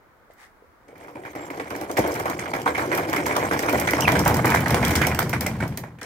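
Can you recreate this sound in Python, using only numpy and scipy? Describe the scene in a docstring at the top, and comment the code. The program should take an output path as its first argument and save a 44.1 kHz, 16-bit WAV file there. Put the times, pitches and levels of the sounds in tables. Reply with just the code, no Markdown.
"""Suitcases over brick paving

Outdoors beside an open van, two hard plastic suitcases roll over bricks towards a phone with two microphones.
Noise shaped by shell and air resonances drums and booms; joints add bursts of it with damped tones.
Loose parts tick as short noise and pings; a sole scuffs first, amid short damped knocks and one low swell.
A wheel whistles faintly, then one squeaks as a broken falling tone. A thin high tone sets in and slowly fades.
Far traffic hums as steady shaped noise, and the van and walls send back a short answer."""
import sys
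import numpy as np
from scipy import signal
from scipy.fft import rfft, irfft, next_fast_len
from scipy.io import wavfile
from scipy.ndimage import uniform_filter1d, map_coordinates

SR = 44100
rng = np.random.default_rng(int(sys.argv[2]) if len(sys.argv) > 2 else 0)


def transcribe(u):
    """Save the signal u as a 16-bit wav file named by the first command-line argument.

    u: samples, shape (n,) or (channels, n), limited to [-1, 1]; the rate is SR.
    q: integer samples, one column per channel.
    """
    v = np.clip(np.atleast_2d(u).T, -1, 1)
    q = np.round(v * 32767).astype(np.int16)
    wavfile.write(sys.argv[1], SR, q)


N = 266805

# Levels of tables and settings are bases: each layer adds its own trim.
# Rolling between the knocks. Each row: time in seconds, drumming level in dB.
ROLL_LEVEL = [(0.8, -66), (0.93, -56), (1.12, -51), (1.33, -42), (1.59, -37.5), (1.78, -40.5), (2.13, -32),
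              (2.53, -35.5), (2.94, -32.5), (3.2, -31.5), (3.78, -28), (3.9, -28.5), (4.12, -26.5),
              (4.47, -30.5), (4.9, -28), (5.68, -42), (5.82, -50.5), (6.05, -62.5)]
# The bass gains as the cases come close. Each row: time in seconds, boom over drumming in dB.
BOOM_OVER_DRUMMING = [(.8, -2), (1.3, -9.5), (1.9, -13), (2.2, -6), (3.3, -5), (3.7, -6), (4.2, 5),
                      (4.6, 6.5), (5.2, 5), (5.6, 13.5), (6.05, 10)]
# Wheels dropping into joints. Each row: start in seconds, level in dB, large-wall level over it in dB,
# upper-mode level over it in dB, rattle t60 in seconds.
JOINT_KNOCKS = [(0.881, -45, -1, -6.5, 0.18), (0.955, -46.5, 1, -4.5, 0.4), (1.0, -39, -0.5, -7, 0.38),
                (1.082, -28, -13, -17, 0.071), (1.153, -32.5, 2, -9.5, 0.12), (1.236, -27, -10, -11, 0.033),
                (1.249, -31.5, -23, -5, 0.15), (1.351, -22.5, -5.5, -10, 0.098),
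                (1.383, -31, -9, -14, 0.076), (1.503, -26.5, -5.5, -3, 0.06), (1.598, -18.5, -9, -8, 0.038),
                (1.706, -30.5, 3, -5.5, 0.28), (1.748, -32.5, 0, -5.5, 0.34), (1.813, -20, -3, -15, 0.045),
                (1.896, -23, 1.5, -77, 0.071), (1.969, -16.5, -5, -6, 0.19),
                (1.981, -11.5, 3.5, -17, 0.037), (2.039, -26, 6, -7, 0.22), (2.152, -20.5, -6, -6.5, 0.067),
                (2.192, -30, 4, -10, 0.23), (2.256, -13.5, -17, -14.5, 0.12), (2.297, -17, -7, -20, 0.04),
                (2.391, -32, -14, 4, 0.05), (2.535, -14.5, -8.5, -10, 0.1), (2.66, -14, -9, -12.5, 0.066),
                (2.676, -18.5, -5, -6.5, 0.1), (2.748, -17, -25, -8, 0.075), (2.78, -11, -11.5, -11, 0.05),
                (2.794, -17.5, -7, -10.5, 0.26), (2.859, -25, -13, -11, 0.031),
                (2.915, -18.5, -2.5, -8, 0.33), (2.977, -12.5, -14, -13.5, 0.091),
                (3.086, -28, 5, -3.5, 0.13), (3.13, -12, -11.5, -11.5, 0.12),
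                (3.161, -18.5, -2.5, -4, 0.11), (3.258, -17.5, -5.5, -8.5, 0.7),
                (3.274, -14, -15, -22, 0.066), (3.321, -22, -19, -10, 0.1),
                (3.363, -13.5, -10.5, -20, 0.13), (3.418, -24, -12, -8.5, 0.036),
                (3.511, -14.5, -4.5, -9.5, 0.1), (3.534, -20, -2.5, -2, 0.063),
                (3.591, -22, -0.5, -0.5, 0.045), (3.629, -18.5, -5.5, -10.5, 0.23),
                (3.683, -17, -5, -8.5, 0.42), (3.73, -20, 6, -21, 0.034), (3.873, -22, -8.5, 0, 0.15),
                (3.934, -19.5, 5, 2, 0.014), (4.075, -8.5, -14, -10, 0.12), (4.096, -17, -19, -10, 0.029),
                (4.12, -18.5, -2, -10, 0.11), (4.152, -14.5, -5, -6.5, 0.13),
                (4.194, -19.5, -3, -18, 0.042), (4.26, -12, -9, -10, 0.22),
                (4.306, -14.5, -4.5, -13.5, 0.097), (4.34, -22, -3, -22, 0.055),
                (4.444, -9.5, -11.5, -11.5, 0.34), (4.501, -13.5, -16, -10, 0.23),
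                (4.543, -8, -31, -9, 0.12), (4.608, -18.5, -14, -9, 0.044), (4.659, -18.5, -16, -9, 0.63),
                (4.705, -17, -5, -8.5, 0.23), (4.743, -7.5, -11, -14, 0.026), (4.827, -21.5, -19, -3.5, 1),
                (4.908, -9, -15, -16, 0.026), (4.952, -23.5, -20, -6, 0.16), (5.014, -12.5, -15, -9, 0.26),
                (5.072, -12.5, -9, -4, 0.025), (5.114, -34, -10, 1, 0.058), (5.189, -13.5, -9.5, -7, 0.11),
                (5.293, -24, -19, -10, 0.14), (5.33, -13, -13.5, -7.5, 0.078),
                (5.408, -22.5, -10, -7, 0.24), (5.463, -18, -5, -5, 0.05), (5.603, -20, -11.5, -10, 0.14),
                (5.627, -12, -8, -13, 0.041), (5.723, -32, -8, -7, 0.047), (5.775, -27.5, -4, -1.5, 0.049),
                (5.836, -30, -6.5, -6, 0.087), (5.987, -44, 0, 6, 0.038), (6.015, -40, 2.5, 3, 0.29)]
# Loose handle and caster parts. Each row: start in seconds, level in dB, glint level in dB, pitch in Hz.
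PART_TICKS = [(0.3351, -54, -58, 7800), (0.8824, -48, -71, 6630), (0.9796, -48, -56, 3220),
              (1.0374, -49, -56, 6240), (1.073, -48, -58, 3000), (1.1104, -59, -56, 3250),
              (1.2624, -52, -63, 2860), (1.2874, -61, -66, 2800), (1.3538, -52, -46, 3040),
              (1.4524, -48, -52, 3080), (1.5035, -49, -50, 2810), (1.575, -36, -58, 6270),
              (1.704, -28.5, -42, 2640), (1.7622, -29, -40, 5560), (1.8114, -26.5, -36, 5540),
              (1.9136, -23.5, -37, 6700), (1.9721, -18.5, -31, 2870), (1.9899, -20, -30, 6540),
              (2.075, -27, -32, 7520), (2.1191, -28, -38, 5370), (2.14, -24.5, -38, 6000),
              (2.1544, -33, -38, 7680), (2.1987, -25, -35, 3000), (2.256, -30, -40, 8150),
              (2.299, -22.5, -34, 4460), (2.394, -21.5, -50, 6540), (2.563, -31, -40, 5580),
              (2.617, -27.5, -43, 3040), (2.659, -29, -48, 8600), (2.7762, -27, -37, 2920),
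              (2.95, -21, -32, 6440), (2.9752, -22.5, -27, 3070), (3.097, -24, -37, 5310),
              (3.13, -21, -35, 2950), (3.1632, -19.5, -33, 3140), (3.264, -15.5, -30, 8060),
              (3.3228, -38, -46, 2900), (3.365, -15, -30, 3140), (3.532, -28, -35, 3060),
              (3.5914, -17.5, -30, 5240), (3.625, -23, -35, 2950), (3.694, -20, -28, 2870),
              (3.727, -23, -28, 3280), (3.777, -26, -34, 3040), (3.798, -16, -23, 8150),
              (3.8726, -21, -49, 8670), (3.908, -17, -23, 5330), (4.007, -12.5, -25, 5700),
              (4.0824, -21, -31, 3030), (4.1195, -15.5, -27, 3200), (4.1914, -12.5, -26, 5530),
              (4.2517, -18, -30, 8700), (4.278, -13, -20, 7900), (4.343, -16, -28, 5530),
              (4.368, -18, -27, 8400), (4.4562, -15, -24, 7300), (4.478, -21, -32, 9600),
              (4.5022, -18, -28, 3360), (4.549, -15, -29, 3000), (4.605, -24, -31.5, 6580),
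              (4.6813, -19, -30, 4230), (4.7056, -17, -28, 5500), (4.7446, -12.5, -27, 3320),
              (4.8493, -11, -26, 3200), (4.8808, -18, -27, 5470), (4.908, -16.5, -28, 6300),
              (4.954, -12.5, -21.5, 3240), (4.96, -9.5, -37, 6360), (4.984, -24.5, -47, 3320),
              (5.016, -18.5, -32, 2920), (5.0688, -12, -23, 5670), (5.147, -19, -34, 2790),
              (5.1906, -14.5, -20, 3180), (5.2273, -21, -40, 4980), (5.2944, -21, -29.5, 5700),
              (5.4085, -16, -25, 4800), (5.465, -16, -26.5, 5600), (5.678, -31.5, -40, 5100),
              (5.7736, -19.5, -29, 9700), (6.0134, -31, -50, 3300), (6.03, -24.5, -50, 8400)]
# Short knocks of a case, and one soft low swell at 0.66 s.
# Each row: start in seconds, level in dB, pitch in Hz, t60 in seconds.
DAMPED_TONES = [(0.3017, -28, 620, 0.013), (0.622, -38.5, 448, 0.04), (0.642, -41, 490, 0.033),
                (.66, -51, 79.4, .3), (0.889, -31.5, 467, 0.04), (.929, -29.5, 480, 0.028)]
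# A wheel squeaks. Each row: time in seconds, pitch in Hz, level in dB, octave over it in dB.
WHEEL_SQUEAK = [(4.012, 3020, -62, 0), (4.022, 2940, -28, 0), (4.035, 2935, -28, -14),
                (4.047, 3010, -26, -21), (4.056, 2330, -19, -25), (4.064, 2400, -66, -18)]
# A wheel whistles faintly. One row: start in seconds, end in seconds, pitch in Hz, level in dB.
WHEEL_WHISTLE = (1.37, 1.46, 7500, -51)
# A sole on the bricks. Each row: time in seconds, level in dB.
SCUFF_LEVEL = [(.29, -88.5), (.31, -58), (.36, -70), (.4, -52), (.44, -49.5), (.47, -57), (.52, -75)]
# A thin high tone. Each row: pitch in Hz, rms level in dB at 0.3 s on its fading slope.
THIN_TONE = [(11192, -86)]
# Air in the cases. Each row: pitch in Hz, width in Hz, relative level in dB.
AIR_MODES = [(60.6, 34, -15), (79.2, 11.4, -2), (122.6, 26.4, -2), (169, 23, -2.5), (221, 37, -5.5)]
# Walls of the cases. Each row: pitch in Hz, width in Hz, relative level in dB.
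WALL_MODES = [(290.2, 32.4, -2), (361.4, 49, -3), (481, 119, -4.5), (664, 166, -3), (754, 154, -2),
              (998, 296, -6), (1483, 560, -9.5), (1998, 280, -8), (2168, 334, -9), (2418, 412, -15),
              (2943, 530, -27)]
# The smallest metal parts. Each row: pitch in Hz, width in Hz, relative level in dB.
SMALL_PART_MODES = [(13750, 270, -27), (14360, 170, 11)]
# Colour of the grit. Each row: frequency in Hz, relative density in dB.
GRIT_COLOUR = [(1650, -38), (2800, -8), (3280, -6), (3630, -19), (3910, -11), (5610, -4.5), (7550, -8),
               (8730, -7), (11700, -13), (14500, -8.5), (15800, -19.5)]
# Colour of the dragging sole. Each row: frequency in Hz, relative density in dB.
SOLE_COLOUR = [(470, -42), (800, -5), (1440, -7), (2020, 1.5), (2630, -15), (8340, -19.5), (16000, -28)]
# Colour of the far traffic. Each row: frequency in Hz, relative density in dB.
TRAFFIC_COLOUR = [(12, -40), (20, -5), (32, -5.5), (71, -7.5), (164, -13.5), (390, -10.5), (929, -11.5),
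                  (1340, -11), (2200, -19.5), (2700, -29.5), (9250, -40), (16200, -34)]
# The cases across the two microphones. Each row: frequency in Hz, left-right correlation.
NEAR_ALIKE = [(60, 0.99), (300, 1), (700, 0.99), (1400, 0.65), (2300, 0.62), (3500, 0.1), (6000, 0.093),
              (15000, 0.052)]
# Traffic and sole across the two microphones. Each row: frequency in Hz, left-right correlation.
FAR_ALIKE = [(60, 0.34), (240, 0.83), (950, 0.34), (3770, -0.056), (15000, 0.0095)]
# Balance of the two microphones. Each row: frequency in Hz, left minus right in dB.
LEFT_OVER_RIGHT = [(60, 0.2), (180, 1), (550, 0.5), (1650, -4), (4970, -0.5), (15000, -2.5)]
# Shading and path between the microphones. Each row: frequency in Hz, full phase lead of the left in radians.
LEFT_LEAD = [(60, 0), (300, .4), (600, .85), (1000, 1.5), (1500, 3.1), (1800, 3.1), (2200, -.5), (3200, 0)]
# The cases move from beside the phone to its front. 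Each row: time in seconds, share of the phase lead.
SIDE_SHARE = [(3.6, 0.97), (4.25, 0.56), (4.75, 0.4), (5.2, 0.26)]
# Answer of van and walls. Each row: frequency in Hz, t60 in seconds.
YARD_DECAY = [(200, 0.063), (2000, 0.17), (10000, 0.15)]

LARGE_DB, LARGE_YIELDS = -2.5, 0.045  # large walls over the drumming; dB lost for each dB of boom over drumming
BRIGHTENS = 0.22  # dB the upper drumming gains beyond each dB the rolling grows
GRIT_DB, GRIT_GROWS, MEAN_ROLL_DB = -12, 1.214, -19  # grit over drumming; dB per drumming dB around this level
LIFT_S, LIFT_DB = 0.05, -6.5  # a wheel unloads over the gap before it knocks: duration, drumming dip
GRIT_HOLDS_DB = 6  # how much of that dip the grit wins back
LURCH_DB = 1.1  # the boom swells unevenly as the cases rock
SCRAPE_DB, SCRAPE_LASTS = -16, 2  # a landing wheel scrapes grit: over the upper modes; t60 over the rattle's
RISE_S, SNAP_S, CLACK_DB = .0016, .003, 3  # time constants of landing and first snap; snap over rattle
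DEEP_LASTS, UPPER_LASTS = 2.9, 1.6  # t60 of the large walls and the upper modes over the rattle's
THUMP_DB, THUMP_T60_S = -17.5, 0.38  # the air in the cases booms after a deep knock
TICK_T60_S, SMALL_LASTS = .038, 1.13  # a tick's rattle; t60 of the glint over it
SMALL_SPREAD_DB = 4  # scatter between the modes of the smallest parts
PING_CYCLES = 24.5  # t60 of a tick's tone in cycles
TRAFFIC_DB = -56.5
TOP_HZ = 16812  # nothing sounds from here up


def rolling():
    """The brick faces shake the wheels: the cases boom, their walls drum, grit hisses."""
    (roll_db,), (near_db,) = curves(ROLL_LEVEL), curves(BOOM_OVER_DRUMMING)
    unloaded = unloading()
    boom_db = roll_db + near_db + LURCH_DB * wobble(7.4)
    large_db = roll_db + LARGE_DB - LARGE_YIELDS * near_db.clip(-20)
    small_db = roll_db + LIFT_DB * unloaded
    over_mean_db = small_db - MEAN_ROLL_DB
    stiff_db = small_db + 0.5 + BRIGHTENS * over_mean_db
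    grit_db = small_db + GRIT_DB + GRIT_HOLDS_DB * unloaded + (GRIT_GROWS - 1) * over_mean_db

    walls, air = modes(WALL_MODES), modes(AIR_MODES)
    jolts = chatter(rate=260, spread_db=3, life=.0015)
    # the slower bodies follow the single jolts less
    boom = voiced(amp(boom_db) * jolts ** 0.11, lambda f: air(f) * above(f, edge_hz=29), NEAR_ALIKE)
    large = voiced(amp(large_db) * jolts ** 0.04, lambda f: walls(f) * below(f, edge_hz=582), NEAR_ALIKE)
    small = voiced(amp(small_db + 0.58 * wobble(25)) * jolts,
                   lambda f: walls(f) * above(f, edge_hz=505) * below(f, edge_hz=1230), NEAR_ALIKE)
    stiff = voiced(amp(stiff_db) * jolts,
                   lambda f: walls(f) * above(f, edge_hz=1244) * below(f, edge_hz=10000), NEAR_ALIKE)

    grit_force = amp(grit_db + 1.4 * wobble(29.0)) * chatter(rate=240, spread_db=-7, life=0.0023)
    s, db, _, bright_db, t60 = np.transpose(JOINT_KNOCKS)
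    scrape = blows(s, db + bright_db + SCRAPE_DB, SCRAPE_LASTS * t60, snap_db=-28, rise_s=RISE_S)
    grit = voiced(np.hypot(grit_force, scrape), lambda f: amp(along(GRIT_COLOUR, f)), NEAR_ALIKE)
    return boom + patchy(large + small + stiff, depth_db=2) + patchy(grit, depth_db=3.5)


def unloading():
    """Share by which a wheel has unloaded just before each knock."""
    t, s = np.arange(N) / SR, np.transpose(JOINT_KNOCKS)[0]
    ahead = np.append(s, np.inf)[np.searchsorted(s, t)] - t
    return np.clip(1 - ahead / LIFT_S, 0, 1) ** .5


def knocks():
    """Joints ring and rattle the walls: heavy drops move the large ones, hard contacts the upper modes."""
    s, db, depth_db, bright_db, t60 = np.transpose(JOINT_KNOCKS)
    deep_db, upper_db = db + depth_db, db + bright_db
    walls = modes(WALL_MODES)

    thump_force = blows(s, deep_db + THUMP_DB, np.full(len(s), THUMP_T60_S), snap_db=-21, rise_s=RISE_S)
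    thump = voiced(thump_force, modes(AIR_MODES), NEAR_ALIKE)
    deep_force = blows(s, deep_db - 4.5, DEEP_LASTS * t60, snap_db=-7.0, rise_s=RISE_S)
    deep = voiced(deep_force, lambda f: walls(f) * below(f, edge_hz=930), NEAR_ALIKE)

    rattle = chatter(rate=300, spread_db=3, life=.001)  # the tail is a run of small contacts
    middle_force = rattle * blows(s, db - 9.5, t60, snap_db=CLACK_DB, rise_s=RISE_S)
    middle = voiced(middle_force,
                    lambda f: walls(f) * above(f, edge_hz=670) * below(f, edge_hz=1910), NEAR_ALIKE)
    upper_force = rattle * blows(s, upper_db - 3.5, UPPER_LASTS * t60, snap_db=CLACK_DB, rise_s=RISE_S)
    upper = voiced(upper_force, lambda f: walls(f) * above(f, edge_hz=1466), NEAR_ALIKE)

    large, small, stiff = WALL_MODES[:2], WALL_MODES[2:6], WALL_MODES[6:]
    ring = rings(s, deep_db - 2.5, large, spread_db=2.5, detune=0.077)
    ring = ring + rings(s, db - 2.0, small, spread_db=3.0, detune=0.037)
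    ring = ring + rings(s, upper_db + 11.5, stiff, spread_db=2.5, detune=0.04)
    return thump + deep + patchy(middle + upper, depth_db=3.0) + ring


def ticks():
    """Short plastic and metal ticks: each part has its own pitch, the smallest ones add a glint."""
    s, db, small_db, hz = np.transpose(PART_TICKS)
    t60 = np.full(len(s), TICK_T60_S)
    low_force = blows(s, db - 12, t60, snap_db=3.0, rise_s=.0005)
    low = voiced(low_force, lambda f: amp(along(GRIT_COLOUR, f)) * below(f, edge_hz=11000), NEAR_ALIKE)
    high_force = blows(s, small_db - 2.5, SMALL_LASTS * t60, snap_db=5.5, rise_s=0.00071)
    high = voiced(high_force, lambda f: amp(along(GRIT_COLOUR, f)) * above(f, edge_hz=10850), NEAR_ALIKE)
    glint = rings(s, small_db - 16.0, SMALL_PART_MODES, spread_db=SMALL_SPREAD_DB, detune=0.014)
    ring = pings(s, db, hz, PING_CYCLES / hz) + glint
    # the tick tones sound 36 samples later on the left, which spreads them between the channels
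    return patchy(low + high, depth_db=0.5) + [np.roll(ring, shift=36), ring]


def damped_tones():
    """Damped tones: short knocks of a case, and one soft low swell at 0.66 s."""
    return pings(*np.transpose(DAMPED_TONES))


def squeak():
    """A wheel slips on its axle: a broken falling tone with its octave; earlier, a faint whistle."""
    hz, db, octave_db = curves(WHEEL_SQUEAK)
    phase = 2 * np.pi * np.cumsum(hz * (1 + 0.043 * wobble(350))) / SR
    slips = .7 * wobble(220) + 1
    tone = np.sin(phase) + amp(octave_db) * np.sin(2 * phase)
    start, end, whistle_hz, whistle_db = WHEEL_WHISTLE
    t = np.arange(N) / SR
    whistle = amp(whistle_db) * wobble(150) * np.sin(2 * np.pi * whistle_hz * t)
    return amp(db) * slips * tone * (db > -59.) + whistle * (t > start) * (t < end)


def scuff():
    """A sole drags over the bricks: many small jolts sound as coloured noise."""
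    force = amp(curves(SCUFF_LEVEL)[0]) * chatter(rate=1300, spread_db=-2.0, life=0.0016)
    return voiced(force, lambda f: amp(along(SOLE_COLOUR, f)), FAR_ALIKE)


def whine():
    """A thin tone of fixed pitch sets in and fades by 6 dB a second, slightly unsteady."""
    (hz, db), t = THIN_TONE[0], np.arange(N) / SR
    level_db = db - 6. * (t - 0.3) + 1.5 * wobble(20)
    return np.sqrt(2) * amp(level_db) * np.sin(2 * np.pi * hz * t) * (t > .46)


def traffic():
    """Far roads and air: coloured noise, slightly unsteady."""
    return voiced(amp(TRAFFIC_DB + 0.2 * wobble(4.2)), lambda f: amp(along(TRAFFIC_COLOUR, f)), FAR_ALIKE)


def yard(x):
    """Van and walls answer after 400 samples; each frequency dies at its own speed."""
    hz, t, z = signal.stft(rng.standard_normal((2, SR // 2)), SR, nperseg=256)
    decay = amp(-60 * t / along(YARD_DECAY, hz)[:, None])
    tail = signal.istft(z * decay, SR, nperseg=256)[1]
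    late = np.pad(x, ((0, 0), (400, 0)))
    return signal.fftconvolve(late, tail / np.linalg.norm(tail[0]), axes=1)[:, :N]


def microphones(x):
    """The two microphones lie apart: level and phase differ, the phase less as the cases reach the front."""
    hz, t, z = signal.stft(x, SR, nperseg=512)
    half = np.array([.5, -.5])[:, None, None]  # left, right
    turn = along(LEFT_LEAD, hz)[:, None] * np.interp(t, *np.transpose(SIDE_SHARE))
    gain = amp(along(LEFT_OVER_RIGHT, hz)[:, None] * half)
    return signal.istft(z * gain * np.exp(1j * turn * half), SR, nperseg=512)[1][:, :N]


def voiced(force, response, alike):
    """Noise under a force envelope sounds a body; the two microphones hear it partly alike."""
    hz = np.linspace(0, SR / 2, 20000)
    norm = np.sqrt(np.mean(np.abs(response(hz)) ** 2))
    turn = lambda f: np.arccos(np.clip(along(alike, f), -1, 1)) / 2
    pair = force * rng.standard_normal((2, N))
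    mid, side = filtered(pair, lambda f: response(f) / norm * [np.cos(turn(f)), np.sin(turn(f))])
    return np.array([mid + side, mid - side])


def blows(times, dbs, t60s, snap_db, rise_s):
    """Force envelope of contacts: a rise, a brief snap, then a dying rattle, cut off after 0.2 s."""
    power, t = np.zeros(N + SR), np.arange(SR // 5) / SR
    rise = 1 - np.exp(-t / max(rise_s, 1e-5))
    snap = (1 + amp(2 * snap_db) * np.exp(-t / SNAP_S)) * rise
    for s, db, t60 in zip(times, dbs, t60s):
        power[round(s * SR):][:len(t)] += amp(2 * (db - 60 * t / max(t60, .005))) * snap
    return np.sqrt(power[:N])


def chatter(rate, spread_db, life):
    """Force envelope of random small jolts (rate a second, life in s) over a constant floor."""
    jolts = (rng.random(N) < rate / SR) * amp(spread_db * rng.exponential(size=N).clip(0, 2)) ** 2
    fade = np.exp(-1 / (life * SR))
    power = signal.lfilter([1], [1, -fade], jolts)
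    return np.sqrt(power / power.mean() + 0.2)


def rings(times, dbs, table, spread_db, detune):
    """Every blow rings the modes for a thirtieth of a second at new strengths and slightly new pitches."""
    out, t = np.zeros(N + SR), np.arange(SR // 30) / SR
    hz, width, level = np.transpose(table)[..., None]
    onset = 1 - np.exp(-1.5 * hz * t)  # a mode needs part of a cycle to build up
    fade = np.exp(-np.pi * width * t)
    for s, db in zip(times, dbs):
        luck = rng.standard_normal((3, len(table), 1))  # pitch, strength, sign
        sines = np.sin(2 * np.pi * hz * (1 + detune * luck[0]) * t) * fade * onset
        gains = amp(db + level + spread_db * luck[1]) * np.sign(luck[2])
        out[round(s * SR):][:len(t)] += np.sum(gains * sines, axis=0)
    return out[:N]


def pings(times, dbs, pitches, t60s):
    """One damped tone for each row, cut off after a fifteenth of a second."""
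    out, t = np.zeros(N + SR), np.arange(SR // 15) / SR
    for s, db, hz, t60 in zip(times, dbs, pitches, t60s):
        envelope = amp(db - 60 * t / t60) * (1 - np.exp(-hz * t))
        out[round(s * SR):][:len(t)] += envelope * np.sin(2 * np.pi * hz * t)
    return out[:N]


def patchy(x, depth_db):
    """Gain that wanders in patches of time and frequency as different parts take the load."""
    z = signal.stft(x, nperseg=256)[2]
    field = uniform_filter1d(rng.standard_normal(z.shape[1:]), size=6, axis=0)
    field = uniform_filter1d(field, size=9, axis=1)
    gain = amp(depth_db * field / field.std())
    return signal.istft(z * gain / np.sqrt(np.mean(gain ** 2)), nperseg=256)[1][:, :N]


def modes(table):
    """The response of a set of resonances, with alternating signs."""
    def response(f):
        return sum((-1) ** k * amp(db) * 1j * f * w / (c * c - f * f + 1j * f * w)
                   for k, (c, w, db) in enumerate(table))
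    return response


def above(f, edge_hz):
    """Share of the sound over an edge."""
    return 1 / (1 + (edge_hz / (f + 1)) ** 8)


def below(f, edge_hz):
    """Share of the sound under an edge."""
    return 1 - above(f, edge_hz)


def filtered(x, response):
    """x times a complex response of frequency."""
    m = next_fast_len(N + SR // 2)
    return irfft(rfft(x, m) * response(np.fft.rfftfreq(m, 1 / SR)), m)[..., :N]


def along(points, hz):
    """Value at hz between (Hz, value) points on a log axis."""
    f, v = np.transpose(points)
    return np.interp(np.log(hz + 1), np.log(f + 1), v)


def curves(rows):
    """One value per sample for each column after the time: -120 before the first row, the last row held."""
    s, *cols = np.transpose(rows)
    return [np.interp(np.arange(N) / SR, s, c, left=-120, right=c[-1]) for c in cols]


def wobble(rate):
    """A smooth random curve, rate knots a second."""
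    return map_coordinates(rng.standard_normal(int(N * rate / SR) + 4), [np.arange(N) * rate / SR])


def amp(db):
    """Decibels to gain."""
    return 10 ** (np.asarray(db) / 20)


def scene():
    """The cases roll past the phone to the van; sole, thin tone and traffic lie around them."""
    hits = knocks() + ticks() + damped_tones() + squeak()
    answer = filtered(yard(hits), lambda f: above(f, edge_hz=386))
    cases = microphones(rolling() + hits + amp(-7.0) * answer)
    return cases + scuff() + whine() + traffic()


def record(dry):
    """Deepest bass is cut, the top drops 22 dB from 15.8 to 16 kHz and ends at TOP_HZ."""
    def response(hz):
        shelf = amp(-22 * np.clip((hz - 15800) / 200, 0, 1))
        return (hz < TOP_HZ) * above(hz, edge_hz=24.0) * shelf
    return filtered(dry, response)


dry = scene()
out = record(dry)
transcribe(out)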